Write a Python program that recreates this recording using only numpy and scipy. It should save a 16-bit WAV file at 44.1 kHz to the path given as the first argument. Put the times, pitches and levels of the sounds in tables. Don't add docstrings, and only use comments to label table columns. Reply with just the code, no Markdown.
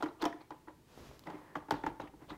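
import sys
import numpy as np
from scipy import signal
from scipy.fft import rfft, irfft, next_fast_len
from scipy.io import wavfile
from scipy.ndimage import map_coordinates

SR = 44100
rng = np.random.default_rng(int(sys.argv[2]) if len(sys.argv) > 2 else 0)


def file_out(sig):
    cols = np.atleast_2d(sig).T
    lim = np.clip(cols, -1, 1)
    pcm = np.round(lim * 32767).astype(np.int16)
    wavfile.write(sys.argv[1], SR, pcm)


def volts(x):
    e = np.asarray(x, float) / 20
    return 10 ** e


N = 104693

# frequency in Hz, density in dB per Hz.
AIR_SPECTRUM = [(15, -11), (25, -4.5), (140, 4.5), (204, -3.5), (323, 2), (510, -9), (829, -16.5),
                (1080, -16.5), (15600, -29)]
# frequency in Hz, t60 in s.
KITCHEN_T60 = [(150, 0.26), (1000, 0.49), (4000, 0.37), (12000, 0.29)]
# frequency in Hz, level in dB.
KITCHEN_TONE = [(150, 4.5), (350, 1.5), (700, -1.2), (4000, -3.55)]

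# time in s, brushing level in dB.
SLEEVE_LEVEL = [
    (.82, -87),
    (0.898, -65),
    (.97, -61),
    (1.05, -57.5),
    (1.13, -59.5),
    (1.19, -67.5),
    (1.28, -67),
]
# frequency in Hz, density in dB per Hz.
CLOTH_SPECTRUM = [(300, -1.5), (900, -3.5), (2000, -10), (5000, -15), (7000, -18), (9000, -28.5),
                  (12000, -22.5), (15500, -34)]
# frequency in Hz, level in dB.
DRAG_SPECTRUM = [(25, -37), (55, 3.5), (120, -5), (350, -4.5), (600, -14), (1200, -43)]
# time in s, level in dB, width in s.
FOLD_FLIPS = [
    (0.9767, -39.5, 0.00056),
    (1.114, -42, 0.0004),
]

# time in s, level in dB.
WORKTOP_THUDS = [
    (1.718, -44.5),
    (1.864, -48),
    (2.003, -52),
    (2.199, -74),
    (2.302, -53),
    (1.549, -84),
]
# frequency in Hz, level in dB, t60 in s.
WORKTOP_MODES = [(49, -17, 0.46), (119.3, -1.5, 0.11)]
# start in s, length in s, dull level in dB, squeak level in dB, squeak in Hz.
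RUB_STROKES = [(0, 0.024, -44.5, -63, 3500), (0.187, 0.044, -53.5, -62.5, 3130),
               (0.211, 0.02, -40.5, -47, 4540), (0.33, 0.17, -79, -70.5, 2260),
               (0.402, 0.029, -57.5, -65, 4300), (1.236, 0.0073, -56.5, -60, 4160),
               (1.253, 0.051, -47, -79, 5040), (1.258, 0.19, -52, -64.5, 2100),
               (1.345, 0.31, -61, -65.5, 1860), (1.698, 0.14, -81, -66, 4040),
               (1.858, 0.15, -80, -96, 3460), (2, 0.098, -52, -69.5, 3440), (2.067, 0.021, -67, -62, 2600),
               (2.185, 0.094, -58.5, -69, 2040), (2.278, 0.061, -49.5, -57, 3800),
               (2.31, 0.09, -53.5, -59, 2000)]
# time in s, peak in dB, frequency in Hz, t60 in s.
TAB_PINGS = [(.026, -48, 3900, 0.026), (.029, -48, 3096, 0.075), (.086, -56, 3900, 0.018),
             (.216, -48, 4560, 0.034), (.223, -48, 4780, 0.034), (.227, -39.5, 3460, 0.014),
             (.241, -44, 4750, 0.01), (.241, -59, 3840, 0.017), (.253, -45, 5400, 0.014),
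             (.254, -39, 3080, 0.035), (.258, -38.5, 5400, 0.0097), (.262, -34.5, 682, 0.15),
             (.507, -59, 3820, 0.021), (.507, -60, 3080, .03), (1.272, -42, 1970, 0.023),
             (1.555, -28, 1170, 0.029), (1.556, -48.5, 3120, 0.032), (1.709, -44, 4660, 0.013),
             (1.709, -39, 3060, 0.024), (1.837, -45, 1780, 0.039), (1.838, -57, 3460, 0.041),
             (1.865, -28.5, 1384, 0.021), (1.866, -50.5, 3420, 0.03), (1.999, -36, 533, 0.06),
             (2.001, -52.5, 2900, 0.017), (2.011, -55.5, 3810, .04), (2.017, -59.5, 6600, 0.012),
             (2.074, -54, 1834, 0.041), (2.076, -58, 2740, 0.035), (2.295, -56, 4200, 0.069),
             (2.304, -56, 4150, 0.041), (.0248, -29.5, 715, 0.021), (0.0246, -32, 1360, 0.03),
             (.327, -44, 1730, .03), (.683, -52.5, 1740, 0.038), (0.5057, -43, 880, 0.032),
             (1.709, -29, 1463, 0.018)]

# time in s, shell peak in dB, chamber over it in dB, crack over it in dB,
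# favoured pitch in Hz.
POD_KNOCKS = [(.025, -27, -12, -14, 770), (0.030, -23.5, -4.5, -25, 970), (.037, -34, 5.5, -12, 900),
              (.059, -28.5, -9.5, -26, 1130), (0.087, -37, 0, -28, 900), (0.222, -24, -18, -13.5, 1020),
              (.2275, -22.5, -2.5, -24, 900), (0.24, -22, -17, -21, 940), (.253, -20.5, -35, -13.5, 944),
              (0.257, -20, -5.5, -33, 900), (.326, -34.5, -20, -26, 1650), (0.342, -50, 8.5, -35, 690),
              (.394, -60, 4, -30, 880), (0.506, -33.5, -36, -21, 780), (0.513, -40.5, -1.5, -38, 795),
              (.519, -41, -29, -38, 1140), (0.542, -49, -5, -30, 690), (.673, -42, -6, -37, 874),
              (0.682, -36.5, -10.5, -44, 1150), (.701, -50, -5, -42, 780)]
# time in s, shell peak in dB, chamber over it in dB, crack over it in dB,
# favoured pitch in Hz.
LID_KNOCKS = [(1.269, -37.5, -2, -19, 900), (1.275, -47, 10, -23, 900), (1.297, -36.5, -5, -21, 830),
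              (1.302, -36, -9, -17, 900), (1.331, -45, -9, -33, 870), (1.341, -45.5, 7.5, -23, 810),
              (1.554, -24.5, -17.5, -26, 1050), (1.558, -32.5, -17, -28, 1070),
              (1.562, -34.5, -1, -29, 880), (1.568, -36, -6.5, -20, 840), (1.601, -46, -37, -19, 1190),
              (1.62, -44.5, -21, -30, 1060)]
# time in s, shell peak in dB, chamber over it in dB, crack over it in dB,
# favoured pitch in Hz.
CATCH_KNOCKS = [(1.684, -36.5, -6, -29, 880), (1.708, -16.5, -17.5, -16, 880),
                (1.7204, -29, -0.5, -13, 880), (1.731, -50, -26, -26, 855), (1.738, -27.5, -7.5, -22, 880),
                (1.752, -36, -10, -22, 880), (1.764, -52, -16, -13, 860), (1.783, -55, -1, -6, 880),
                (1.837, -26.5, -5.5, -30.5, 900), (1.864, -20.5, -13, -23, 910),
                (1.873, -36, 8.5, -40, 890), (1.889, -51, 5, -38, 880), (1.916, -50, 6, -50, 850),
                (1.998, -26.5, -11, -36, 893), (2.003, -35.5, -7.5, -19, 545), (2.017, -38, -14, -22, 940),
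                (2.034, -42, 4, -32, 856), (2.136, -50, 2.5, -37, 880), (2.219, -52.5, 9.5, -33, 1080),
                (2.304, -37.5, -6.5, -16, 1340), (2.317, -47, 10, -32, 900)]
# frequency in Hz, level in dB, t60 in s.
SHELL_MODES = [(548, -0.5, 0.029), (753, -10.5, 0.0099), (806, -16.5, 0.038), (880, -7, 0.041),
               (982.5, 2, 0.021), (1139, -0.5, 0.016), (1292, -4.5, 0.015), (1640, 3.5, 0.0082),
               (1860, -5.5, 0.017), (2560, -23, 0.016)]
# frequency in Hz, level in dB, t60 in s.
LID_MODES = [(533, -1.5, 0.031), (690, -2, 0.029), (845, -3, .04), (884, -1, .04), (940, -8, .025),
             (1034, -4, 0.031), (1250, -8, 0.029), (1416, 1.5, 0.014), (1670, -0.5, 0.023), (1806, 0, .018),
             (2000, -0.5, 0.02), (2650, -20, 0.012)]
# frequency in Hz, level in dB, t60 in s.
OPEN_CHAMBER = [(157.6, -20.5, 0.11), (312, 5.5, 0.072), (336.8, -4.5, 0.095), (406, -5, 0.039)]
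# frequency in Hz, level in dB, t60 in s.
COVERED_CHAMBER = [(160, -13, 0.081), (303.8, -1.5, 0.076), (332, -1.5, 0.042), (376, -7, 0.056)]
# frequency in Hz, level in dB.
CRACK_SPECTRUM = [(800, -39), (2400, -6), (3300, -3), (3900, -5), (4600, -4.5), (5400, -6), (6500, -8.5),
                  (15000, -37.5)]
# frequency in Hz, level in dB.
SNAP_SPECTRUM = [(4000, -45), (8000, 14.5), (13000, 16), (16000, 16)]
# frequency in Hz, level in dB.
RATTLE_SPECTRUM = [(200, -12.5), (400, 2.5), (900, 2.5), (1600, -9), (3000, -17), (8000, -39)]

SHELL_ATTACK_S, CHAMBER_SWELL_S, THUD_SWELL_S, CHATTER_S = 0.00046, 0.0049, 0.01, 0.002183
SHELL_DB, CHAMBER_DB, CRACK_DB, RATTLE_DB = -7, -2, -4.5, -16.5
CRACK_T60_S, RATTLE_T60_S = 0.027, 0.14
SNAP_DB, SNAP_DB_PER_DB, HARD_CRACK_DB = -10.5, 0.54, -38
AIR_DB, DRAG_DB, TICK_DB, KITCHEN_DB = -63.5, -54, -45.5, -15


def unit(x):
    return x / np.sqrt(np.mean(x ** 2) + 1e-20)


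def along(points, hz):
    point_hz, value = np.transpose(points)
    return np.interp(np.log(hz + 1), np.log(point_hz + 1), value)


def noise(spectrum, size):
    m = next_fast_len(size)
    white = rfft(rng.standard_normal(m))
    gain = volts(along(spectrum, np.fft.rfftfreq(m, 1 / SR)))
    return unit(irfft(white * gain, m)[:size])


def wobble(rate_hz):
    return map_coordinates(rng.standard_normal(N // 40), [np.arange(N) * rate_hz / SR])


def ring(modes, t, attack_s, spot_hz=0):
    hz, db, t60 = np.transpose(modes)[..., None]
    strength, detune = rng.standard_normal((2, len(modes), 1))
    db = db + 2 * strength
    if spot_hz:
        octaves = np.log2(hz / spot_hz)
        db = db - 14 * np.abs(octaves) - 11 * np.maximum(octaves, 0)
    tones = volts(db - 60 * t / t60) * np.sin(2 * np.pi * hz * (1 + 0.006 * detune) * t)
    sound = tones.sum(0) * (1 - np.exp(-t / attack_s)) ** 2
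    return sound / np.abs(sound).max()


def add(out, start_s, sound):
    out[round(start_s * SR):][:len(sound)] += sound


def air():
    return volts(AIR_DB + 0.81 * wobble(11.5)) * noise(AIR_SPECTRUM, N)


def kitchen(x):
    out = np.zeros(N + SR)
    for start in range(0, N, SR // 4):
        hz, t, grid = signal.stft(rng.standard_normal(SR // 2), SR, nperseg=256)
        decay_db = 60 * t / along(KITCHEN_T60, hz)[:, None]
        gain = volts(along(KITCHEN_TONE, hz)[:, None] - decay_db)
        tail = signal.istft(grid * gain, SR, nperseg=256)[1]
        answer = signal.fftconvolve(x[start:start + SR // 4], tail / np.linalg.norm(tail))
        add(out, start / SR + 0.0067, answer)
    return out[:N]


def sleeve():
    t = np.arange(N) / SR
    level_s, level_db = np.transpose(SLEEVE_LEVEL)
    brush_db = np.interp(t, level_s, level_db, -120, -120) + wobble(31.23)
    out = volts(brush_db) * noise(CLOTH_SPECTRUM, N)
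    pull = np.interp(t, [.965, .985, 1.12, 1.17], [0.011, 0.86, 0.57, 0.21])
    out += volts(DRAG_DB + 2.4 * wobble(25.75)) * pull * noise(DRAG_SPECTRUM, N)
    for flip_s, db, width_s in FOLD_FLIPS:
        u = (t - flip_s) / width_s
        out -= volts(db) * (1 - u - u ** 2) * np.exp(-u ** 2)
    static = noise([(1000, -2), (3000, -1), (7000, -7), (16000, -12)], 400)
    add(out, 1.1935, volts(TICK_DB - 60 * t[:400] / 0.005) * static)
    return out


def thuds():
    out, t = np.zeros(N + SR), np.arange(SR // 2) / SR
    for start_s, db in WORKTOP_THUDS:
        add(out, start_s, volts(db) * ring(WORKTOP_MODES, t, THUD_SWELL_S))
    return out[:N]


def rubs():
    t = np.arange(SR // 8) / SR
    body = ring(SHELL_MODES, t, SHELL_ATTACK_S, 900) + 0.4 * ring(OPEN_CHAMBER, t, SHELL_ATTACK_S)
    grains = volts(wobble(90))
    driven = signal.fftconvolve(grains * rng.standard_normal(N), body)[:N]
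    dull = unit(driven) + grains * noise(RATTLE_SPECTRUM, N)
    out = np.zeros(N + SR)
    for start_s, length_s, dull_db, squeak_db, hz in RUB_STROKES:
        band = [(hz / 4, -28), (hz / 1.3, -8), (hz, 0), (hz * 1.17, -14), (hz * 3, -36)]
        span = slice(round(start_s * SR), min(N, round((start_s + length_s) * SR)))
        squeak = grains[span] * noise(band, N)[span]
        stroke = np.interp(np.linspace(0, 1, len(squeak)), [0, 0.43, 1], [0, 1, 0])
        friction = volts(dull_db) * unit(dull[span]) + volts(squeak_db) * unit(squeak)
        add(out, start_s, stroke * friction)
    return out[:N]


def pings():
    out, t = np.zeros(N + SR), np.arange(SR // 4) / SR
    for start_s, db, hz, t60 in TAB_PINGS:
        twins = [(hz, 0, t60), (hz * 1.04, -6, t60)]
        add(out, start_s, volts(db) * ring(twins, t, SHELL_ATTACK_S))
    return out[:N]


def knock(row, modes, cavity, t):
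    _, db, chamber_db, crack_db, hz = row
    attack_s = SHELL_ATTACK_S * 10 ** ((-15 - db) / 60)
    edge = volts(-2) * ring(modes, t, attack_s, hz * 1.55)
    body = np.pad(ring(modes, t, attack_s, hz), (round(CHATTER_S * SR), 0))[:len(t)]
    hollow = volts(CHAMBER_DB + chamber_db) * ring(cavity, t, CHAMBER_SWELL_S)
    snap_db = SNAP_DB + SNAP_DB_PER_DB * (db + crack_db - HARD_CRACK_DB)
    burst = noise(CRACK_SPECTRUM, len(t)) + volts(snap_db) * noise(SNAP_SPECTRUM, len(t))
    crack = volts(CRACK_DB + crack_db - 60 * t / CRACK_T60_S) * burst
    rattle = volts(RATTLE_DB - 60 * t / RATTLE_T60_S) * noise(RATTLE_SPECTRUM, len(t))
    rattle *= 1 - np.exp(-t / CHATTER_S)
    return volts(db) * (volts(SHELL_DB) * (edge + body) + hollow + crack + rattle)


def knocks():
    out, t = np.zeros(N + SR), np.arange(SR // 4) / SR
    for row in POD_KNOCKS:
        add(out, row[0], knock(row, SHELL_MODES, OPEN_CHAMBER, t))
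    for row in LID_KNOCKS + CATCH_KNOCKS:
        add(out, row[0], knock(row, LID_MODES, COVERED_CHAMBER, t))
    return out[:N]


def scene():
    machine = thuds() + rubs() + pings() + knocks()
    return (air() + volts(KITCHEN_DB) * kitchen(machine) + sleeve() + machine)[None]


def roll_off(x):
    return signal.sosfilt(signal.butter(12, 16430, fs=SR, output="sos"), x)


def record(dry):
    hz = np.fft.rfftfreq(N, 1 / SR)
    loss_db = np.clip((hz - 15750) / 10, 0, 25)
    mix = irfft(rfft(dry) * volts(-loss_db), N)
    return roll_off(mix)


dry = scene()
out = record(dry)
file_out(out)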